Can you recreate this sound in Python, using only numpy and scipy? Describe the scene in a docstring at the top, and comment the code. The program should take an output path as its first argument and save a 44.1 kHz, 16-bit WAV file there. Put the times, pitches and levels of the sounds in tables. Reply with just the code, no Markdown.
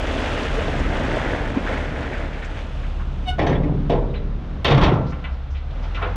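"""A spoil heap in the open: some way off, a raised steel trailer pours out the last of its rubble.
Stones are randomly struck resonances; hinge and idling tractor are sums of harmonics, the tractor with noise.
The trailer creeps forward, its hinge squeals and the gate slams three times, ringing the empty steel body.
Then the engine picks up and the trailer rattles. The image begins as a point ahead and opens out."""
import sys
import numpy as np
from scipy import signal
from scipy.fft import rfft, irfft, next_fast_len
from scipy.io import wavfile
from scipy.ndimage import uniform_filter1d, minimum_filter1d

SR = 44100
rng = np.random.default_rng(int(sys.argv[2]) if len(sys.argv) > 2 else 0)


def output_pcm(signal):
    """Save a mono or channel-first signal as 16-bit PCM at the path in sys.argv[1].

    Samples are clipped to [-1, 1] before scaling.
    """
    pcm = np.clip(np.atleast_2d(signal).T, -1, 1) * 32767
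    wavfile.write(sys.argv[1], SR, np.round(pcm).astype(np.int16))


N = 271643
TIME = np.arange(N) / SR
BAND_HZ = 25 * 2 ** (np.arange(28) / 3)   # third-octave centres

# Flow of the load over the tail. Each row: time in seconds, level in dB.
FLOW = [(0, -1.5), (.7, -0.5), (1.2, -0.5), (1.75, -4.5), (2.25, -8), (2.8, -22), (3.25, -33)]
# Spectra of heavy stones, hard stones and fine grit. Each row: frequency in Hz, relative level in dB per Hz.
THUDS = [(90, 7), (130, 1), (190, -9), (250, 6), (340, 1), (480, 2.5), (660, 2.5), (800, -9), (1000, -6)]
CLACKS = [(850, 9), (1000, 0), (1250, 4), (1580, 8), (2000, 5.5), (2400, -1), (2950, -22), (3400, -17.5),
          (3900, -36)]
GRIT = [(2500, 3), (3400, -0.5), (4000, -9), (4800, -12), (6300, -14.5), (8000, -20.5), (10000, -28.5),
        (11300, -36.5), (12200, -47), (14500, -41)]
# Rocks landing, and now and then a small pebble ticking. Each row: start in seconds, level in dB, pitch in Hz,
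# t60 in seconds.
ROCKS = [(.065, -26.5, 1700, 0.12), (.368, -27, 2300, 0.19), (.445, -24, 1500, 0.13),
         (.672, -21, 593, 0.12), (.792, -35, 6000, .05), (.845, -24, 1500, .1), (1.297, -26, 1890, 0.12),
         (1.345, -21.5, 750, 0.075), (1.545, -24, 790, 0.14), (1.565, -28, 1900, 0.11),
         (1.662, -22.5, 1590, 0.18), (1.684, -22, 650, 0.095), (1.835, -31, 1860, 0.16),
         (2.012, -29.5, 1830, 0.14), (2.118, -31, 1720, 0.35), (2.203, -32, 1800, 0.077),
         (2.25, -44, 2200, 0.1), (2.323, -33, 2100, 0.24), (2.42, -27.5, 1850, 0.14),
         (2.445, -39, 6000, .06), (2.563, -32.5, 2060, 0.17), (2.825, -39, 1800, .2),
         (2.995, -32, 1170, .15)]
# Boulders booming on the steel floor as they slide out. Each row: start in seconds, level in dB,
# pitch in Hz, t60 in seconds.
BOULDERS = [(.57, -18.5, 470, 0.14), (.672, -14.5, 340, 0.09), (.75, -22.5, 126, 0.32),
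            (.81, -24, 245, 0.21), (.905, -23, 676, 0.24), (1.558, -1.5, 252, 0.066), (1.69, -23, 517, 0.1)]
THUD_DB, CLACK_DB = -26.5, -31.5   # before the flow level is added
GRIT_DB, CHURN_DB = -35.5, -31     # at the start; the fine stuff then thins out steadily
THINS_FROM_S, GRIT_DB_PER_S, CHURN_DB_PER_S = 0.47, 7, 6.5

# Tailgate blows, in three slams. Each row: start in seconds, level in dB, boom in dB, boom pitch in Hz,
# treble crack in dB, loss at each rebound in dB, side panels in dB, clang pitch in Hz, clang in dB,
# long ring of the body in dB.
SLAMS = [(3.383, -19.5, 5, 756, -11, 15.5, -10, 754, 5, 0.5),
         (3.390, -24, -2.5, 400, -1, 10.5, -4, 1850, 13.5, -4),
         (3.416, -23, 7.5, 300, -7, 10, -2.5, 2000, 11.5, 5.5),
         (3.465, -19.5, 8.5, 133, -4, 7.5, -3.5, 1750, 9, -1),
         (3.525, -29.5, 7, 320, -2, 12, -0.5, 1810, 15, -7),
         (3.63, -32.5, 20.5, 238, -8.5, 6.5, -6, 2090, 14, 6),
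         (3.897, -21.5, 6.5, 427, -4.5, 9, -9.5, 677, 5, 10),
         (3.925, -31.5, 4.5, 739, -13, 11, -5, 684, 7.5, 0),
         (4.646, -17, -0.5, 141, 5.5, 1, 1, 3600, 5.5, -4), (4.66, -28, -0.5, 400, 5, 8, 1, 2400, 3, -2),
         (4.678, -18.5, 6, 240, -2.5, 11, 0, 2900, 3.5, 1),
         (4.706, -22.5, 10.5, 145, 3, 6.5, 6.5, 3400, 10, 3.5),
         (4.747, -20.5, 11.5, 140, 0, 5.5, 0, 1050, 5, 4), (4.775, -17, -3, 200, -3.5, 4, 7.5, 1150, 3, 5),
         (4.812, -19.5, 6, 127, 1, 12, 1, 1550, 5.5, -2), (4.835, -19, 5, 151, 2.5, 15, 1, 4400, 6.5, -5),
         (4.863, -24, -5, 300, 0, 17, 5.5, 3500, 0, -5),
         (4.934, -26.5, 4.5, 450, -6.5, 16, 6.5, 1090, 5, 7)]
# Dense ringing of the steel body. Each row: frequency in Hz, relative level in dB per Hz.
BODY = [(40, 9.5), (80, 7.5), (140, 4.5), (200, -4), (290, -1), (450, 3), (700, -3), (1050, -3.5),
        (1500, -15), (1950, -9), (2600, -14.5), (3600, -6.5), (4500, -26.5), (6000, -16.5), (8000, -85),
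        (14000, -87)]
# How long that ringing lasts. Each row: frequency in Hz, t60 in seconds.
BODY_T60 = [(60, 0.38), (150, 0.97), (400, 0.59), (850, 0.63), (1270, 0.49), (1650, .38), (2000, 0.36),
            (4000, 0.095), (10000, .08)]
# Clearest modes of the body, then the gate's own. Each row: frequency in Hz, relative level in dB,
# t60 in seconds.
MODES_OF_BODY = [(122, -10, .65), (139, -11, .7), (153, -8.5, .75), (183, -19.5, 1.4), (248, -15, .9),
                 (291, -14, 1.05), (404, -16, 1.35), (472, -17, .9), (502, -20, 1.0), (590, -19, .8),
                 (651, -17, .6), (953, -20, .7), (1030, -21, .7), (1104, -24, .9), (1190, -26, .8),
                 (1355, -27, 1.1), (1513, -30, .9)]
MODES_OF_GATE = [(690, -10, .25), (835, -12, .22), (1050, -14, .2), (1330, -19, .2), (1630, -19, .2),
                 (1720, -21, .2), (1815, -18, .2), (1945, -20, .2), (2137, -18, .2), (2240, -20, .2),
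                 (2380, -20, .18), (2500, -20, .2), (2620, -18, .18), (2800, -21, .18), (2945, -19, .16),
                 (3160, -21, .14), (3450, -19, .15), (3650, -19, .15), (3810, -21, .16), (4310, -26, .14),
                 (4490, -25, .16), (5330, -31, .14), (5750, -31, .14), (6230, -35, .12)]
# After each blow the gate rebounds, duller and boomier each time before the loss of level.
REBOUND_S, REBOUND_DULLS_DB, REBOUND_BOOM_DB = .034, 5.5, 3.5
BODY_HZ, BOOM_SINK = 142, 0.49   # the boom sinks towards this pitch; share of the interval lost per rebound
# The side panels ring in one range; where the gate lands decides which of its modes clang most.
PANEL_HZ, PANEL_OCTAVES, CLANG_OCTAVES = 1250, 0.2, 0.28

# Overtones of the hinge's squeal. Each row: frequency in Hz, level in dB.
HINGE = [(730, -2), (1460, -26), (2200, -15.5), (2950, -7), (3700, -16), (4400, -27), (5900, -31),
         (6600, -41), (8000, -39), (10000, -45), (15000, -60)]
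# The squeal swells to a peak, holds briefly and dies away while its pitch sags.
SQUEAL_PEAK_S, SQUEAL_HOLD_S, SQUEAL_DB = 3.285, .018, -20
SQUEAL_RISE_DB_PER_S, SQUEAL_FALL_DB_PER_S = 800, 650
SQUEAL_HZ, SQUEAL_BEND_HZ, SQUEAL_BEND_S = 728, 14, .012

# Loudest rattles of drawbar and latches. Each row: start in seconds, level in dB, pitch in Hz, t60 in seconds.
RATTLES = [(3.552, -37, 1900, 0.11), (4.140, -36, 2550, 0.25), (5.122, -34.5, 1530, 0.13),
           (5.241, -30.5, 2360, 0.16), (5.246, -37.5, 1130, 0.47), (5.548, -40.5, 2530, 0.33),
           (5.755, -45, 2590, 0.12), (5.838, -38, 2400, 0.076), (5.9, -52, 2400, .12),
           (5.947, -28.5, 2930, 0.15), (5.971, -30.5, 1090, 0.37), (6.017, -23.5, 1040, 0.45),
           (6.024, -28, 2270, 0.18), (6.028, -27, 490, 0.17), (6.055, -24.5, 540, 0.22)]
# The drawbar's modes. Each row: frequency in Hz, relative level in dB, t60 in seconds.
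MODES_OF_DRAWBAR = [(410, -3, .35), (497, 0, .35), (700, -7, .25), (1060, -5, .3), (1170, -4, .3),
                    (1340, -2, .3), (1440, -4, .25), (2010, -5, .18), (2330, -6, .16), (2640, -5, .16),
                    (2900, -8, .14), (3130, -8, .14), (3560, -10, .12)]
# Clinks of pins and chain. Each row: start in seconds, level in dB, pitch in Hz, t60 in seconds.
CLINKS = [(3.467, -43, 6040, 0.14), (3.549, -28.5, 3380, 0.07), (4.098, -44, 3780, 0.066),
          (4.158, -36, 3930, 0.073)]
# Gravel crunching under the tyres. Each row: start in seconds, level in dB, pitch in Hz, t60 in seconds.
CRUNCHES = [(5.06, -48, 4100, 0.28), (5.095, -47, 5653, 0.096), (5.32, -51, 3990, .15),
            (5.5, -55, 5200, .3), (5.565, -45, 3600, .12), (5.7, -45, 3300, 0.11), (5.825, -46, 4670, 0.12),
            (5.943, -41, 4800, 0.09), (6.07, -42.5, 4750, .03)]

# The diesel's speed. Each row: time in seconds, firings per second.
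SPEED = [(0, 35.4), (3.1, 35.3), (3.48, 33.8), (3.9, 36.0), (4.5, 34.9), (5.0, 34.8), (5.35, 32.9),
         (5.69, 35.7), (5.78, 37.3), (5.92, 40.5), (6.16, 45.9)]
# Higher exhaust orders. Each row: multiple of the firing rate, level in dB.
OVERTONES = [(1.5, -39), (2.5, -51.5), (3, -58), (3.5, -46.5), (4, -50.5), (5, -65)]
# The exhaust note sinks and recovers during the pour. Each row: time in seconds, level in dB.
EXHAUST_LEVEL = [(.5, 0.5), (1.25, -13), (1.7, -1), (3.3, -0.5), (4.2, -4), (4.7, 0.5), (5.3, -0.5)]
# Spectra of low rumble and of clatter. Each row: frequency in Hz, relative level in dB per Hz.
RUMBLE = [(20, -10.5), (35, 5.5), (52, -1.5), (80, -4.5), (130, -5.5), (190, -9), (320, -17.5), (600, -30)]
CLATTER = [(250, 9.5), (370, -1.5), (475, 6), (600, 7), (1000, 3), (1400, 1.5), (1800, -3.5), (2700, -7.5),
           (3600, -9.5), (4400, -17), (6200, -24.5), (8000, -37), (14000, -46.5)]
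# The rumble is strong under the pour and while the trailer creeps forward.
# Each row: time in seconds, level in dB.
RUMBLE_LEVEL = [(0, -42), (.8, -23.5), (2.7, -35), (3.8, -24.5), (4.6, -28.5), (5.3, -46.5), (5.85, -35.5)]
# Changes in the engine's clatter. Each row: time in seconds, level in dB.
CLATTER_LEVEL = [(3.0, -0.5), (3.85, 1), (4.35, -1), (4.47, 1), (5.3, 2.5), (5.6, -2), (5.85, 2)]
# Engine at idle: firing rate, then levels of firing tone, octave and clatter before their own curves.
IDLE_HZ, TONE_DB, OCTAVE_DB, CLATTER_DB = 35.48, -28.5, -32, -44
# Change for each extra firing per second.
TONE_DB_PER_HZ, OCTAVE_DB_PER_HZ, CLATTER_DB_PER_HZ = 2, -0.1, 0.9
FULL_EFFORT_HZ = 38.5   # effort stops rising above this firing rate

# The image is a point at first and then opens. Each row: time in seconds, level of the side signal in dB.
WIDTH = [(0, -64), (3.55, -56), (3.9, -21.5), (4.2, -16.5), (4.7, -14), (6.16, -8.5)]
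CUTOFF_HZ = 16000


def rubble(surge_db=1.5, run_out_db_per_s=45):
    """The load slides off the floor and tumbles onto the heap, in small surges."""
    flow_db, = in_time(FLOW)
    thinning_s = np.maximum(TIME - THINS_FROM_S, 0)
    run_out_s = np.maximum(TIME - FLOW[-1][0], 0)
    surges = from_db(surge_db * drift(2.6) - run_out_db_per_s * run_out_s)

    thuds = coloured(grains(per_s=900, low_hz=122.0, high_hz=970, cycles=5.3, spread_db=1.5), THUDS)
    clacks = coloured(grains(per_s=900, low_hz=804, high_hz=3600, cycles=7.2, spread_db=0.0), CLACKS)
    coarse = from_db(flow_db) * (from_db(THUD_DB) * thuds + from_db(CLACK_DB) * clacks)

    grit = coloured(grains(per_s=4000, low_hz=2110, high_hz=12000, cycles=7, spread_db=-0.9), GRIT)
    churn = coloured(rng.standard_normal(N), CLATTER)   # gravel, with the same spectrum as the clatter
    fine = from_db(GRIT_DB - GRIT_DB_PER_S * thinning_s) * grit
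    fine += from_db(CHURN_DB - CHURN_DB_PER_S * thinning_s) * churn

    rocks = knocks(ROCKS, width_octaves=0.78, rise_s=0.0079, top_hz=8050, tail_db=-39)
    boulders = knocks(BOULDERS, width_octaves=0.41, rise_s=0.011, top_hz=3000, tail_db=-42)
    return surges * (coarse + fine) + rocks + boulders


def tailgate(boom_octaves=0.69, knee_hz=850, treble_hz=2300, build_cycles=0.85, contact_s=0.011,
             judder_db=2, modes_db=-3, strike_db=-2, strike_t60=0.023, strike_rise_s=.003,
             top_hz=9000, air_hz=7600):
    """Each blow rings the steel body: the gate clangs in beating pairs of modes, the boom builds and lasts."""
    columns = np.transpose(rebounds(count=4))
    times, level_db, boom_db, boom_hz, crack_db, panel_db, clang_hz, clang_db, ring_db = columns
    crack_curve = [(knee_hz, 0), (treble_hz, 1), (2 * treble_hz, 1), (top_hz, .2)]

    def force_db(hz):
        """Strength of every blow at one frequency."""
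        boom = boom_db * bump(hz, boom_hz, boom_octaves)
        panels = panel_db * bump(hz, PANEL_HZ, PANEL_OCTAVES)
        return level_db + boom + panels + crack_db * at_hz(crack_curve, hz)

    # Dense ringing: the power envelope of each band shapes a band of noise.
    out, bite = np.zeros(N), np.exp(-1 / (strike_rise_s * SR))
    for hz, share in zip(BAND_HZ, shares(at_hz(BODY, BAND_HZ))):
        keep, keep_strike = from_db(-120 / (np.array([at_hz(BODY_T60, hz), strike_t60]) * SR))
        build = np.exp(-1 / ((contact_s + build_cycles / hz) * SR))
        blows = clicks(times, from_db(force_db(hz)) ** 2)
        boom = signal.lfilter([1], [1, -keep], blows)
        boom = signal.lfilter([1 - build], [1, -build], boom)
        strike_power = from_db(strike_db) ** 2 * hz / (hz + knee_hz)
        strike = signal.lfilter([strike_power], [1, -keep_strike], blows)
        strike = signal.lfilter([1 - bite], [1, -bite], strike)
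        out += share * np.sqrt(boom + strike) * noise_band(hz)
    out *= from_db(judder_db * drift(49))   # the loose gate chatters on its frame

    for hz, mode_db, t60 in MODES_OF_BODY:
        uneven_db = rng.normal(0, 1.5, len(times))
        strengths = from_db(force_db(hz) + modes_db + ring_db + mode_db + uneven_db)
        out += ring(clicks(times, strengths * rng.choice([-1, 1], len(times))), hz, t60)
    for hz, mode_db, t60 in MODES_OF_GATE:
        clang = clang_db * bump(hz, clang_hz, CLANG_OCTAVES)
        for twin_hz in (hz * .994, hz * 1.006):
            uneven_db = rng.normal(0, 1.5, len(times))
            strengths = from_db(force_db(hz) + clang + mode_db - 3 + uneven_db)
            late_s = rng.uniform(0, .0035, len(times))
            out += ring(clicks(times + late_s, strengths), twin_hz, t60)
    return signal.sosfilt(signal.butter(4, min(air_hz, SR / 3), fs=SR, output="sos"), out)


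def rebounds(count):
    """Each blow and its ever weaker, duller returns, as rows like SLAMS without the loss per rebound."""
    kept = np.clip(1 - BOOM_SINK, 0, 1)
    rows = []
    for s, db, boom_db, hz, crack_db, loss_db, *colour, ring_db in SLAMS:
        for k in range(count):
            boom_hz = BODY_HZ * (hz / BODY_HZ) ** (kept ** k)
            rows.append((s + k * REBOUND_S, db - k * loss_db, boom_db + k * REBOUND_BOOM_DB, boom_hz,
                         crack_db - k * REBOUND_DULLS_DB, *colour, ring_db - k * REBOUND_BOOM_DB))
    return rows


def hinge(panel_hz=1470, panel_t60=0.15, panel_db=16, panel_lag_s=0.018, floor_db=-15, floor_lag_s=.04,
          wall_db=-12, wall_lag_s=0.029, wall_hz=850, rasp_db=3):
    """The dry pin sticks and slips unevenly; a panel answers near its octave, floor and far wall echo it."""
    age = TIME - SQUEAL_PEAK_S
    hz = SQUEAL_HZ + SQUEAL_BEND_HZ * (1 - np.tanh(age / SQUEAL_BEND_S)) / 2
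    rise_db = SQUEAL_RISE_DB_PER_S * age
    fall_db = -SQUEAL_FALL_DB_PER_S * np.maximum(age - SQUEAL_HOLD_S, 0)
    level_db = SQUEAL_DB + np.minimum(rise_db, fall_db)
    uneven_hz = hz * (1 + .017 * drift(400) + .004 * drift(110))
    phase = 2 * np.pi * np.cumsum(uneven_hz) / SR
    tone = np.zeros(N)
    for k in range(1, 21):
        rasp = rasp_db * min(k / 4, 1) * drift(90)
        tone += from_db(at_hz(HINGE, k * SQUEAL_HZ) + rasp) * np.sin(k * phase)
    squeal = tone * from_db(level_db)
    panel = ring(squeal + 1e-18, panel_hz, panel_t60) * 2 * np.log(1000) / (panel_t60 * SR)
    # The wall's echo is duller than the floor's.
    dulled = signal.sosfilt(signal.butter(2, wall_hz, fs=SR, output="sos"), squeal + 1e-18)
    off_panel = echo(panel, panel_lag_s, panel_db)
    off_floor = echo(squeal, floor_lag_s, floor_db)
    off_wall = echo(dulled, wall_lag_s, wall_db)
    return squeal + off_panel + off_floor + off_wall


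def loose_stones(level_db=-13, settle_t60=0.18, spread_db=3):
    """Stones left in the body jump at each hard blow and clatter on the steel until they settle."""
    times, blow_db, _, _, crack_db, *_ = np.transpose(SLAMS)
    keep = from_db(-120 / (settle_t60 * SR))
    kicks = clicks(times, from_db(blow_db + crack_db + level_db) ** 2)
    shaking = np.sqrt(signal.lfilter([1], [1, -keep], kicks))
    return shaking * grains(per_s=1100, low_hz=1550, high_hz=3750, cycles=69, spread_db=spread_db)


def drawbar(ring_db=-5, reach_octaves=0.81):
    """Each rattle is a flurry of contacts that rings the drawbar's modes near its own pitch."""
    times, level_db, pitch_hz, _ = np.transpose(RATTLES)
    out = from_db(-3.0) * knocks(RATTLES, width_octaves=1.34, rise_s=0.0047, top_hz=3400, tail_db=-25.0)
    for hz, mode_db, t60 in MODES_OF_DRAWBAR:
        uneven_db = rng.normal(0, 2, len(times))
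        strengths = from_db(level_db + ring_db + mode_db + uneven_db) * bump(hz, pitch_hz, reach_octaves)
        out += ring(clicks(times, strengths * rng.choice([-1, 1], len(times))), hz, t60)
    return out


def pins_and_chain():
    """Small hard steel parts clink: knocks in a very narrow resonance."""
    return knocks(CLINKS, width_octaves=0.065, rise_s=0.0055, top_hz=9000, tail_db=-39.5)


def tyres_on_gravel():
    """Gravel crunches under the tyres: soft-edged knocks in a broad, high resonance."""
    return knocks(CRUNCHES, width_octaves=0.65, rise_s=.012, top_hz=6700, tail_db=-38)


def engine(throb=0.048, wobble_db=3.5):
    """Exhaust orders on the firing rate, with rumble, and clatter that swells slightly at each firing."""
    (rate,), (rumble_db,) = in_time(SPEED), in_time(RUMBLE_LEVEL)
    (exhaust_db,), (clatter_db,) = in_time(EXHAUST_LEVEL), in_time(CLATTER_LEVEL)
    effort_hz = np.minimum(rate, FULL_EFFORT_HZ) - IDLE_HZ
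    phase = 2 * np.pi * np.cumsum(rate) / SR
    firing_db = TONE_DB + TONE_DB_PER_HZ * effort_hz + wobble_db / 2 * drift(0.63)
    octave_db = OCTAVE_DB + OCTAVE_DB_PER_HZ * effort_hz + wobble_db * drift(11.4)
    tone = from_db(firing_db) * np.cos(phase) + from_db(octave_db) * np.cos(2 * phase)
    tone *= from_db(exhaust_db)
    for multiple, level_db in OVERTONES:
        uneven_db = 3 * drift(4)
        order = round(2 * multiple) / 2
        tone += from_db(level_db + uneven_db) * np.cos(order * phase + rng.uniform(0, 2 * np.pi))
    rumble = from_db(rumble_db) * coloured(rng.standard_normal(N), RUMBLE)
    clatter = coloured(rng.standard_normal(N), CLATTER) * (1 + throb * np.cos(phase))
    clatter *= from_db(CLATTER_DB + clatter_db + CLATTER_DB_PER_HZ * effort_hz)
    return np.sqrt(2) * tone + rumble + clatter   # the root of 2 makes tone levels rms


def knocks(rows, width_octaves, rise_s, top_hz, tail_db):
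    """Each knock is a flurry of contacts in one resonance, dulled by distance, with a weak longer tail."""
    out = np.zeros(N)
    dull = signal.butter(5, min(top_hz, SR / 3), fs=SR, output="sos")
    age = TIME[:SR]
    for s, level_db, hz, t60 in rows:
        start = int(s * SR)
        edges = np.minimum(hz * 2 ** (np.array([-.5, .5]) * width_octaves), SR / 3)
        resonance = signal.butter(2, edges, "band", fs=SR, output="sos")
        flurry = signal.sosfilt(resonance, rng.standard_normal(len(age)))
        flurry = rms_one(signal.sosfilt(dull, flurry))
        fade = from_db(-60 * age / t60) + from_db(tail_db - 20 * age / t60)
        fade *= 1 - np.exp(-age / rise_s)
        out[start:start + len(age)] += (from_db(level_db) * fade * flurry)[:N - start]
    return out


def grains(per_s, low_hz, high_hz, cycles, spread_db):
    """Stones collide at random, each ringing for a few or many cycles at one of 16 pitches; rms 1."""
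    count = 16
    sizes = from_db(spread_db * np.minimum(rng.exponential(1, N), 4)) * rng.choice([-1, 1], N)
    hits = sizes * (rng.random(N) < per_s / SR)
    dealt = rng.integers(0, count, N)
    out = np.zeros(N)
    for k, hz in enumerate(np.geomspace(low_hz, min(high_hz, SR / 3), count)):
        out += ring(hits * (dealt == k) + 1e-18, hz, cycles / hz) * hz
    return rms_one(out)


def ring(x, hz, t60):
    """A unit click sets a decaying sine of height 1 ringing."""
    r, w = from_db(-60 / (t60 * SR)), 2 * np.pi * hz / SR
    return signal.lfilter([0, np.sin(w)], [1, -2 * r * np.cos(w), r * r], x)


def clicks(times, heights):
    """One click at each time."""
    out = np.zeros(N)
    np.add.at(out, np.clip(np.round(times * SR).astype(int), 0, N - 1), heights)
    return out + 1e-18


def echo(x, delay_s, level_db):
    """A delayed copy at its own level."""
    return from_db(level_db) * np.interp(TIME - delay_s, TIME, x, left=0)


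def noise_band(hz):
    """A third of an octave of noise, rms 1."""
    edges = hz * 2 ** (np.array([-1, 1]) / 6)
    band = signal.butter(2, edges, "band", fs=SR, output="sos")
    return rms_one(signal.sosfilt(band, rng.standard_normal(N)))


def coloured(x, spectrum):
    """Give a steady sound a spectrum that falls away steeply past its ends; rms 1."""
    size = next_fast_len(N)
    hz = np.maximum(np.arange(size // 2 + 1) * SR / size, 1)
    skirts = np.minimum(1, np.minimum(hz / spectrum[0][0], spectrum[-1][0] / hz)) ** 4
    return rms_one(irfft(rfft(x, size) * from_db(at_hz(spectrum, hz)) * skirts, size)[:N])


def shares(db_per_hz):
    """Band gains of unit total power."""
    gains = from_db(db_per_hz) * np.sqrt(BAND_HZ)
    return gains / np.linalg.norm(gains)


def drift(rate):
    """Slow chance with spread 1, drawn every 40 samples; rate in Hz."""
    r = np.exp(-80 * np.pi * rate / SR)
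    slow = signal.lfilter([1], [1, -2 * r, r * r], rng.standard_normal(N // 40 + 2002))
    slow = slow[2000:]   # drop the settling-in
    return np.interp(np.arange(N) / 40, np.arange(len(slow)), rms_one(slow))


def bump(hz, centre_hz, octaves):
    """A bell of height 1 on a log-frequency axis."""
    return np.exp(-(np.log2(hz / centre_hz) / octaves) ** 2 / 2)


def at_hz(points, hz):
    """Read a table on a log-frequency axis."""
    table_hz, values = np.array(points)[:, 0], np.array(points)[:, 1]
    return np.interp(np.log(hz), np.log(table_hz), values)


def in_time(rows):
    """Each column of a curve, sample by sample."""
    s, *columns = np.transpose(rows)
    return [np.interp(TIME, s, c) for c in columns]


def from_db(db):
    """Decibels to gain."""
    return 10 ** (np.asarray(db) / 20)


def rms_one(x):
    """Scale to unit power."""
    return x / np.sqrt(np.mean(x ** 2) + 1e-20)


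def scene():
    """The open steel box flutters between its walls; all lies straight ahead, with some spread in the treble."""
    trailer = rubble() + tailgate() + loose_stones() + drawbar() + pins_and_chain() + tyres_on_gravel()
    across_s = .0067
    once = echo(trailer, across_s, level_db=-30.0)
    twice = echo(trailer, 2 * across_s, level_db=-18.5)
    mid = trailer + once + twice + hinge() + engine()
    treble = signal.sosfilt(signal.butter(1, 1800, "high", fs=SR, output="sos"), mid)
    side = echo(treble, delay_s=0.0034, level_db=in_time(WIDTH)[0])
    return np.array([mid + side, mid - side])


def record(dry, release_db_per_s=40):
    """Behind the microphone a limiter holds the slams down and recovers slowly; the top is cut."""
    ceiling_db = -2.8
    over_db = np.maximum(20 * np.log10(np.abs(dry).max(axis=0) + 1e-9) - ceiling_db, 0)
    release_db = release_db_per_s * TIME
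    held_db = np.maximum.accumulate(over_db + release_db) - release_db
    gain_db = uniform_filter1d(minimum_filter1d(-held_db, size=129), size=129)
    top_cut = signal.cheby2(12, 70, CUTOFF_HZ, fs=SR, output="sos")
    return signal.sosfilt(top_cut, dry * from_db(gain_db))


dry = scene()
out = record(dry)
output_pcm(out)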